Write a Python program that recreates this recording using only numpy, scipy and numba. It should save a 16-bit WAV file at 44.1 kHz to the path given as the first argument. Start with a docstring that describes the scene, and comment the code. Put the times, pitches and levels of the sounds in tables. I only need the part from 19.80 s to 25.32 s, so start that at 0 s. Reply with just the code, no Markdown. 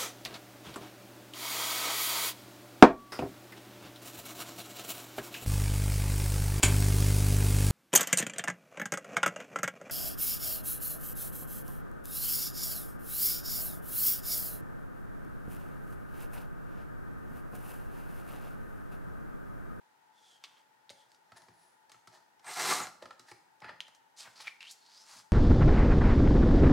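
"""A paper trimmer's blade cuts a sheet in one stroke: the carriage judders along its plastic rail and
shakes trimmer and table, while the blade snaps fibres and sings in its slot. Before the cut the sheet
is slid under the rail; after it the rail is lifted with a clatter, the strip is pulled out and laid
aside, and the sheet is pushed back. Fingers knock and rub on the plastic; paper drags over the board
and its edges snap free. Heard close up, in a small room with a faint fan."""
import sys
import numpy as np
from scipy import signal
from scipy.fft import rfft, irfft
from scipy.io import wavfile
from scipy.ndimage import uniform_filter1d
from numba import njit

SR = 44100
rng = np.random.default_rng(int(sys.argv[2]) if len(sys.argv) > 2 else 0)


def to_wav(sig):
    """Store sig (one row per channel, or 1-D mono) as 16-bit WAV at the path in sys.argv[1].

    Samples outside -1..1 are clipped; the rate is SR.
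    """
    pcm = np.clip(np.atleast_2d(sig), -1, 1) * 32767
    pcm = np.round(pcm).astype(np.int16)
    wavfile.write(sys.argv[1], SR, pcm.T)  # frames by channels


N = 243431
TIME = np.arange(N) / SR
AGE = np.arange(8192) / SR  # seconds since a blow

# The pull of the blade. Each row: time in seconds, then faders in dB for carriage rasp and tearing.
STROKE = [(2.62, -75, -82), (2.668, -45.5, -53), (2.71, -39, -45.5), (2.745, -49, -44), (2.805, -34, -35.5),
          (2.92, -32.5, -31), (3.041, -42, -45), (3.11, -61.5, -62.5), (3.19, -99, -77)]
# The blade sings as it starts, runs and leaves the paper.
# Each row: centre and half length in seconds, pitch in Hz, level in dB.
WHISTLES = [(2.692, 0.031, 8370, -51), (2.927, .08, 8500, -46.5), (3.034, 0.02, 6960, -45.5)]
# Ringing of trimmer and table. Each row: pitch in Hz, relative level in dB, 60 dB decay in seconds.
TRIMMER_MODES = [(80, -9, .18), (112, -5, .16), (168, -5, .18), (205, -8, .08), (300, -7, .06),
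                 (363, -8, .11), (520, -2, .06), (630, -2, .05), (733, 1, .11), (848, -1, .07),
                 (1037, 1, .11), (1101, -1, .1), (1167, 0, .1), (1234, 0, .1), (1371, 1, .09),
                 (1425, -2, .06), (1549, -2, .05), (1647, -3, .04), (1724, -3, .04)]
# Tone of carriage rasp, tearing fibres and table rumble. Each row: frequency in Hz, gain in dB.
RASP_EQ = [(30, -75), (240, -28), (400, -21), (520, -10), (740, 5), (1060, -0.5), (1500, 3.5), (2400, 10),
           (4000, -15), (8000, -66)]
TEAR_EQ = [(30, -109), (1200, -2), (2000, -5.5), (2900, -2.5), (4100, 1), (5200, 1), (7000, -0.5),
           (8500, -0.5), (11300, -10), (13200, -10), (15800, -29)]
RUMBLE_EQ = [(20, -83), (45, -33), (70, -28), (110, -18.5), (170, -9.5), (240, -6.5), (340, 4), (500, 0.5),
             (800, -24.5)]

# Knocks of fingers, rail and carriage. Each row: start in seconds, shell fader in dB,
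# main ring in Hz, table thud fader in dB, contact click fader in dB.
KNOCKS = [(0.641, -54.5, 1150, -88, -62), (1.103, -47.5, 562, -69.5, -49), (1.519, -47.5, 1300, -68.5, -60),
          (1.619, -61, 890, -79, -59), (1.684, -52.5, 854, -67, -63.5), (2.095, -55, 870, -89, -57.5),
          (2.118, -56.5, 1910, -82, -50.5), (2.143, -52.5, 1310, -77, -81),
          (2.273, -50.5, 1327, -69, -52.5), (2.595, -65, 860, -91, -62), (2.645, -52, 990, -82, -57),
          (2.922, -23, 1160, -67, -44), (3, -31.5, 1320, -54, -40), (3.069, -40, 1375, -71, -45),
          (3.224, -40, 533, -65.5, -51.5), (3.256, -43, 1260, -66.5, -56), (3.307, -40.5, 1350, -84, -57.5),
          (3.395, -52.5, 1290, -70.5, -50.5), (3.514, -41.5, 841, -64, -51), (3.819, -43.5, 827, -63, -64),
          (3.844, -39.5, 1410, -64, -60), (3.891, -39.5, 1400, -67, -61), (4.081, -51, 860, -82.5, -57),
          (4.474, -47, 1505, -71.5, -65), (4.602, -42, 873, -85, -54), (5.359, -69, 980, -70.5, -69)]
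# Fingers and hinge rubbing on the rail. Each row: centre and half length in seconds,
# skin hiss in dB, rail rattle in dB, rattle centre in Hz, squeak in dB.
RUBS = [(1.574, 0.0099, -60, -58, 900, -66), (1.59, 0.13, -78, -69.5, 380, -100),
        (1.837, 0.095, -77.5, -73.5, 500, -75.5), (2.351, 0.029, -64.5, -61, 700, -99),
        (3.231, 0.014, -65, -52, 520, -88), (3.497, 0.024, -61, -59.5, 1220, -75),
        (3.849, 0.021, -77, -48.5, 1490, -81), (3.898, 0.021, -72, -48.5, 1490, -95),
        (4.617, 0.012, -51.5, -62, 1510, -66)]
# Tone of plastic shell, table thud, clicks and skin. Each row: frequency in Hz, gain in dB.
SHELL_EQ = [(30, -52), (200, -30.5), (450, -0.5), (800, 4.5), (1400, 1), (2200, 0.5), (3500, -9.5),
            (5000, -7), (7000, -40), (12000, -66)]
THUD_EQ = [(20, -86), (45, -38), (70, -4.5), (120, 4), (200, 4), (350, 3), (700, -33), (2000, -94)]
CLICK_EQ = [(100, -42), (1000, -4), (2500, -10), (4500, -3), (9000, -13), (15000, -30)]
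SKIN_EQ = [(300, -63), (2000, -4), (4500, 5), (7000, 0), (10000, -9), (15000, -19)]

# Paper edges snapping and ticking. Each row: start in seconds, level in dB, ring pitch in Hz,
# its 60 dB decay in seconds, then crack and flutter in dB relative to the level.
SNAPS = [(0.639, -35.5, 3300, 0.003, -7, -10), (1.0941, -31.5, 3840, 0.0031, -20, -43),
         (1.1, -33.5, 4170, 0.0022, -19, -19), (1.318, -61.5, 4500, 0.0036, 7, -16),
         (1.347, -59.5, 4430, 0.0031, 5, -11), (3.329, -55, 2600, 0.004, -4, -18),
         (3.804, -63, 6100, 0.0022, 8, -9), (4.149, -50.5, 6430, 0.0049, -6, -14),
         (4.0048, -21, 3050, 0.0046, -17.5, -25), (4.068, -52.5, 3150, 0.048, -17, -12),
         (4.6712, -32.5, 2380, 0.052, -23, -8), (4.68, -29.5, 2200, 0.013, -17, -35),
         (4.8063, -40, 2690, 0.014, -14, -10.5), (4.911, -40, 7040, 0.0059, -9, -7.5)]
# Pushes of sheet and strip. Each row: start, rise and hold in seconds, first and last edge pitch in Hz,
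# then faders in dB for hiss, edge ring, broad sheet ring and board scrape.
SLIDES = [(0.314, 0.16, 0.092, 3440, 3150, -67.5, -67.5, -86, -80),
          (0.606, 0.033, 0.16, 3230, 3120, -75.5, -74.5, -75.5, -72.5),
          (1.14, .045, 0.042, 3370, 3330, -73, -71, -79, -84),
          (1.28, 0.027, 0.048, 3450, 3430, -76, -96, -96, -94),
          (4.36, 0.045, 0.058, 4900, 2530, -49, -67, -60.5, -62.5),
          (4.49, .02, 0.031, 3520, 3500, -70.5, -77, -84, -75),
          (4.551, 0.011, 0.049, 4620, 3920, -66, -63.5, -58, -63),
          (4.631, 0.036, .003, 2660, 2350, -66, -56, -52, -56.5),
          (4.803, .008, 0.096, 2570, 4440, -69.5, -58, -56.5, -69),
          (4.955, 0.21, 0.058, 4300, 5300, -69, -64.5, -61.5, -68),
          (5.229, 0.08, 0.089, 4700, 4750, -56.5, -69, -71, -60.5)]
# Tone of paper hiss and board scrape. Each row: frequency in Hz, gain in dB.
HISS_EQ = [(300, -72), (2500, -12), (4500, -3), (7000, -5), (9000, -10), (12000, -18), (15500, -46)]
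SCRAPE_EQ = [(40, -34), (150, -12), (400, -14.5), (900, 1.5), (1600, -0.5), (2500, -5.5), (5000, -24)]

# Tone of the room noise. Each row: frequency in Hz, gain in dB.
AIR_EQ = [(18, -101), (30, -54), (114, -16), (402, -13), (483, -13), (628, -14), (883, -1.5), (1060, -16),
          (1450, -9.5), (2390, -19), (15800, -32.5)]
# Resonances of the fan. Each row: centre in Hz, filter width in Hz, relative gain in dB.
FAN_RESONANCES = [(871.8, 24.6, -9.5), (952, 100, -19.5), (1416, 220, -35), (1872, 56, -23)]

RUMBLE_DB, RUMBLE_GROWTH = -43.5, 1.68  # table rumble at full pull, and dB gained per dB of rasp
CONTACT_S = 0.0019  # time for a blow to build up
SLIDE_RELEASE_S = 0.17  # a push dies away by 60 dB in this time
GLIDE_BEND = 3.1  # the edge pitch moves slowly at first, then faster
HISS_DB_PER_OCT, SCRAPE_DB_PER_OCT = 19, -9.5  # a rising edge pitch brings more hiss, less scrape
AIR_DB, TOP_HZ = -68, 15850


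def blade_stroke():
    """The carriage judders along the rail and shakes the trimmer while the blade snaps fibres."""
    times, rasp_db, tear_db = np.transpose(STROKE)
    pull = swell(times, rasp_db)
    grip = walk(260)  # the blade catches and frees itself
    judder = slips(rate=3400, spread_db=2.5) * undb(2.2 * grip)
    body = unit(through(judder, trimmer_ring(dense_db=1, dense_t60=.05))) + undb(-6) * judder
    rasp = undb(-1.5) * unit(colour(body, RASP_EQ)) * pull
    rumble = undb(RUMBLE_DB) * unit(colour(body, RUMBLE_EQ)) * (pull / pull.max()) ** RUMBLE_GROWTH
    fibres = slips(rate=12000, spread_db=2.5) * undb(.6 * grip)
    # the steel blade colours the tearing with its own short rings
    steel = sum(resonate(fibres, hz, width=80) for hz in (3940, 4190, 5980, 7800))
    tear = undb(-1.47) * unit(colour(fibres + undb(-5) * steel, TEAR_EQ)) * swell(times, tear_db)
    chatter = slips(rate=13000, spread_db=5.5)
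    whistle = sum(undb(db) * bump(centre, half) * unit(steep_band(chatter, hz, width=920))
                  for centre, half, hz, db in WHISTLES)
    return rasp + rumble + tear + whistle


def trimmer_ring(dense_db, dense_t60):
    """Trimmer and table answer a tap with clear modes among many short-lived ones."""
    clear = sum((-1) ** k * undb(db) * np.sin(2 * np.pi * hz * AGE) * fade(t60)
                for k, (hz, db, t60) in enumerate(TRIMMER_MODES))
    dense = rng.standard_normal(len(AGE)) * fade(dense_t60)
    return unit(clear) + undb(dense_db) * unit(dense)


def plastic_knocks():
    """Each blow clicks at the contact, rings the plastic shell and thuds into the table."""
    out = np.zeros(N)
    attack = 1 - np.exp(-AGE / CONTACT_S)
    click_shape = fade(0.0042) * attack + undb(-18) * fade(0.053)
    for start, shell_db, hz, thud_db, click_db in KNOCKS:
        ring = trimmer_ring(dense_db=14, dense_t60=0.04) * attack
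        # the place struck favours one briefly ringing mode
        main_mode = unit(np.sin(2 * np.pi * hz * AGE) * fade(.035) * attack)
        shell = unit(colour(ring * fade(0.05), SHELL_EQ)) + undb(0.5) * main_mode
        thud = unit(colour(ring, THUD_EQ))
        click = unit(colour(rng.standard_normal(len(AGE)) * click_shape, CLICK_EQ))
        knock = undb(shell_db - 23) * shell + undb(thud_db - 8) * thud + undb(click_db - 17.5) * click
        add(out, start, knock)
    return out


def rail_rubs():
    """Skin whispers and squeaks on the rail, which rattles low under a finger, higher in its hinge."""
    skin = unit(colour(slips(rate=12000, spread_db=1.5), SKIN_EQ))
    shaken = through(slips(rate=1500, spread_db=0.5), trimmer_ring(dense_db=19.5, dense_t60=0.03))
    shell = unit(colour(shaken, SHELL_EQ))
    squeak = unit(resonate(skin, hz=10200, width=990))
    out = np.zeros(N)
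    for centre, half, skin_db, rattle_db, hz, squeak_db in RUBS:
        rattle = unit(resonate(shell, hz, width=1.43 * hz))
        rub = undb(skin_db) * skin + undb(rattle_db) * rattle + undb(squeak_db) * squeak
        out += bump(centre, half) * rub
    return out


def paper_snaps():
    """A paper edge springs free: a crack, a brief ring of the sheet, then flutter."""
    out = np.zeros(N)
    for start, db, hz, t60, crack_db, flutter_db in SNAPS:
        ring = resonate(np.sin(2 * np.pi * hz * AGE) * fade(t60), hz, width=4300)
        crack = unit(colour(rng.standard_normal(len(AGE)), CLICK_EQ)) * fade(0.009)
        flutter = unit(steep_band(rng.standard_normal(len(AGE)), hz, width=0.98 * hz)) * fade(0.095)
        add(out, start, undb(db) * (ring + undb(crack_db) * crack + undb(flutter_db) * flutter))
    return out


def paper_slides():
    """Paper drags over the board; as its free length changes, the edge resonance glides."""
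    drag = undb(0.74 * walk(110))
    hiss = unit(colour(slips(rate=11000, spread_db=-1), HISS_EQ))
    scrape = unit(colour(slips(rate=5400, spread_db=1), SCRAPE_EQ))
    edge_slips, sheet_slips = slips(rate=7500, spread_db=3.5), slips(rate=10000, spread_db=5.5)
    out = np.zeros(N)
    for start, rise, hold, from_hz, to_hz, hiss_db, edge_db, sheet_db, scrape_db in SLIDES:
        span = (TIME >= start) & (TIME < start + rise + hold + SLIDE_RELEASE_S)
        age = TIME[span] - start
        release = undb(-60 * np.maximum(age - rise - hold, 0) / SLIDE_RELEASE_S)
        push = np.minimum(age / rise, 1) * release
        octaves = np.log2(to_hz / from_hz) * np.minimum(age / (rise + hold), 1) ** GLIDE_BEND
        hz = from_hz * 2 ** octaves
        edge = unit(steep_band(edge_slips[span], hz, width=440))
        sheet = unit(steep_band(sheet_slips[span], hz, width=2700))
        friction = undb(hiss_db + HISS_DB_PER_OCT * octaves) * hiss[span]
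        friction += undb(scrape_db + SCRAPE_DB_PER_OCT * octaves) * scrape[span]
        add(out, start, push * (friction + undb(edge_db) * edge + undb(sheet_db) * sheet))
    return drag * out


def reflections(x, t60, count=22050):
    """The small room returns a diffuse tail that builds up over a few milliseconds."""
    tail = rng.standard_normal(count) * (fade(t60, count) - fade(0.0015, count))
    tail = colour(tail, [(30, -33), (150, 2), (1000, -2), (4000, -1.5), (15000, 1.5)])
    return through(x, tail / np.sqrt(np.sum(tail ** 2)))


def room_tone(fan_db):
    """A bed of diffuse room noise with the wavering resonances of a fan."""
    fan = sum(undb(db) * steep_band(rng.standard_normal(N), hz, width)
              for hz, width, db in FAN_RESONANCES)
    air = colour(rng.standard_normal(N), AIR_EQ)
    return undb(AIR_DB) * (unit(air) + undb(fan_db) * unit(fan))


def slips(rate, spread_db):
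    """Tiny stick-slip releases of scattered size, at random, about `rate` a second."""
    moments = rng.random(N) < rate / SR
    return unit(moments * rng.standard_normal(N) * undb(spread_db * rng.standard_normal(N)))


def walk(rate):
    """A random wobble with a spread near 1, heading for a new value `rate` times a second."""
    knots = rng.standard_normal(N // 20)
    return 1.26 * np.interp(TIME * rate, np.arange(len(knots)), knots)


def fade(t60, count=8192):
    """A decay that loses 60 dB in t60 seconds."""
    return np.exp(-np.log(1000) * np.arange(count) / SR / max(t60, 1e-4))


def swell(times, db):
    """A smoothed fader ride through the given levels, silent outside them."""
    gain = undb(np.interp(TIME, times, db)) * (TIME >= times[0]) * (TIME <= times[-1])
    return np.abs(uniform_filter1d(gain, size=256))


def bump(centre, half):
    """A bell-shaped swell and fall, timed in seconds."""
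    return np.exp(-((TIME - centre) / half) ** 2)


def colour(x, points, size=4096):
    """A minimum-phase EQ drawn through (Hz, dB) points."""
    hz, db = np.transpose(points)
    bins = np.maximum(np.arange(size // 2 + 1) * SR / size, 1)
    gain = undb(np.interp(np.log(bins), np.log(hz), db))
    cepstrum = irfft(np.log(gain))
    cepstrum[1:size // 2] *= 2
    cepstrum[size // 2 + 1:] = 0
    return through(x, irfft(np.exp(rfft(cepstrum))))


@njit
def svf(x, hz, width):
    """A state-variable band-pass whose centre can move every sample."""
    y, band_state, low_state = np.empty(len(x)), 0., 0.
    for i in range(len(x)):
        tuning, damping = np.tan(np.pi * hz[i] / SR), width / hz[i]
        band = (band_state + tuning * (x[i] - low_state)) / (1 + tuning * (tuning + damping))
        band_state = 2 * band - band_state
        low_state += 2 * tuning * band
        y[i] = damping * band
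    return y


def resonate(x, hz, width):
    """One resonance, steady or gliding, with its width in Hz."""
    return svf(x, hz * np.ones(len(x)), float(width))


def steep_band(x, hz, width):
    """The same resonance twice in series, for steeper skirts."""
    return resonate(resonate(x, hz, width), hz, width)


def through(x, response):
    """Pass a sound through an impulse response."""
    return signal.fftconvolve(x, response)[:len(x)]


def add(out, start, x):
    """Mix a sound in at `start` seconds."""
    i = int(start * SR)
    out[i:i + len(x)] += x[:N - i]


def undb(db):
    """Decibels to gain."""
    return 10 ** (np.asarray(db) / 20)


def unit(x):
    """Scale to rms 1."""
    return x / np.sqrt(np.mean(x ** 2))


def scene():
    """The direct sound sits in the centre; reflections, mostly of the knocks, give a little width."""
    stroke = blade_stroke()
    plastic = plastic_knocks() + rail_rubs()
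    paper = paper_snaps() + paper_slides()
    reverb_send = undb(-16.5) * stroke + plastic + undb(-6) * paper
    mid = stroke + plastic + paper + undb(-3.5) * reflections(reverb_send, t60=0.54)
    side = undb(-9.5) * reflections(reverb_send, t60=0.54)
    # each channel has its own room noise; the fan stands to the left
    return np.array([mid + side + room_tone(fan_db=0.5), mid - side + room_tone(fan_db=-26)])


def record(dry):
    """A steep low-pass takes off the very top."""
    return signal.sosfilt(signal.ellip(10, .1, 70, TOP_HZ, fs=SR, output="sos"), dry)


dry = scene()
out = record(dry)
to_wav(out)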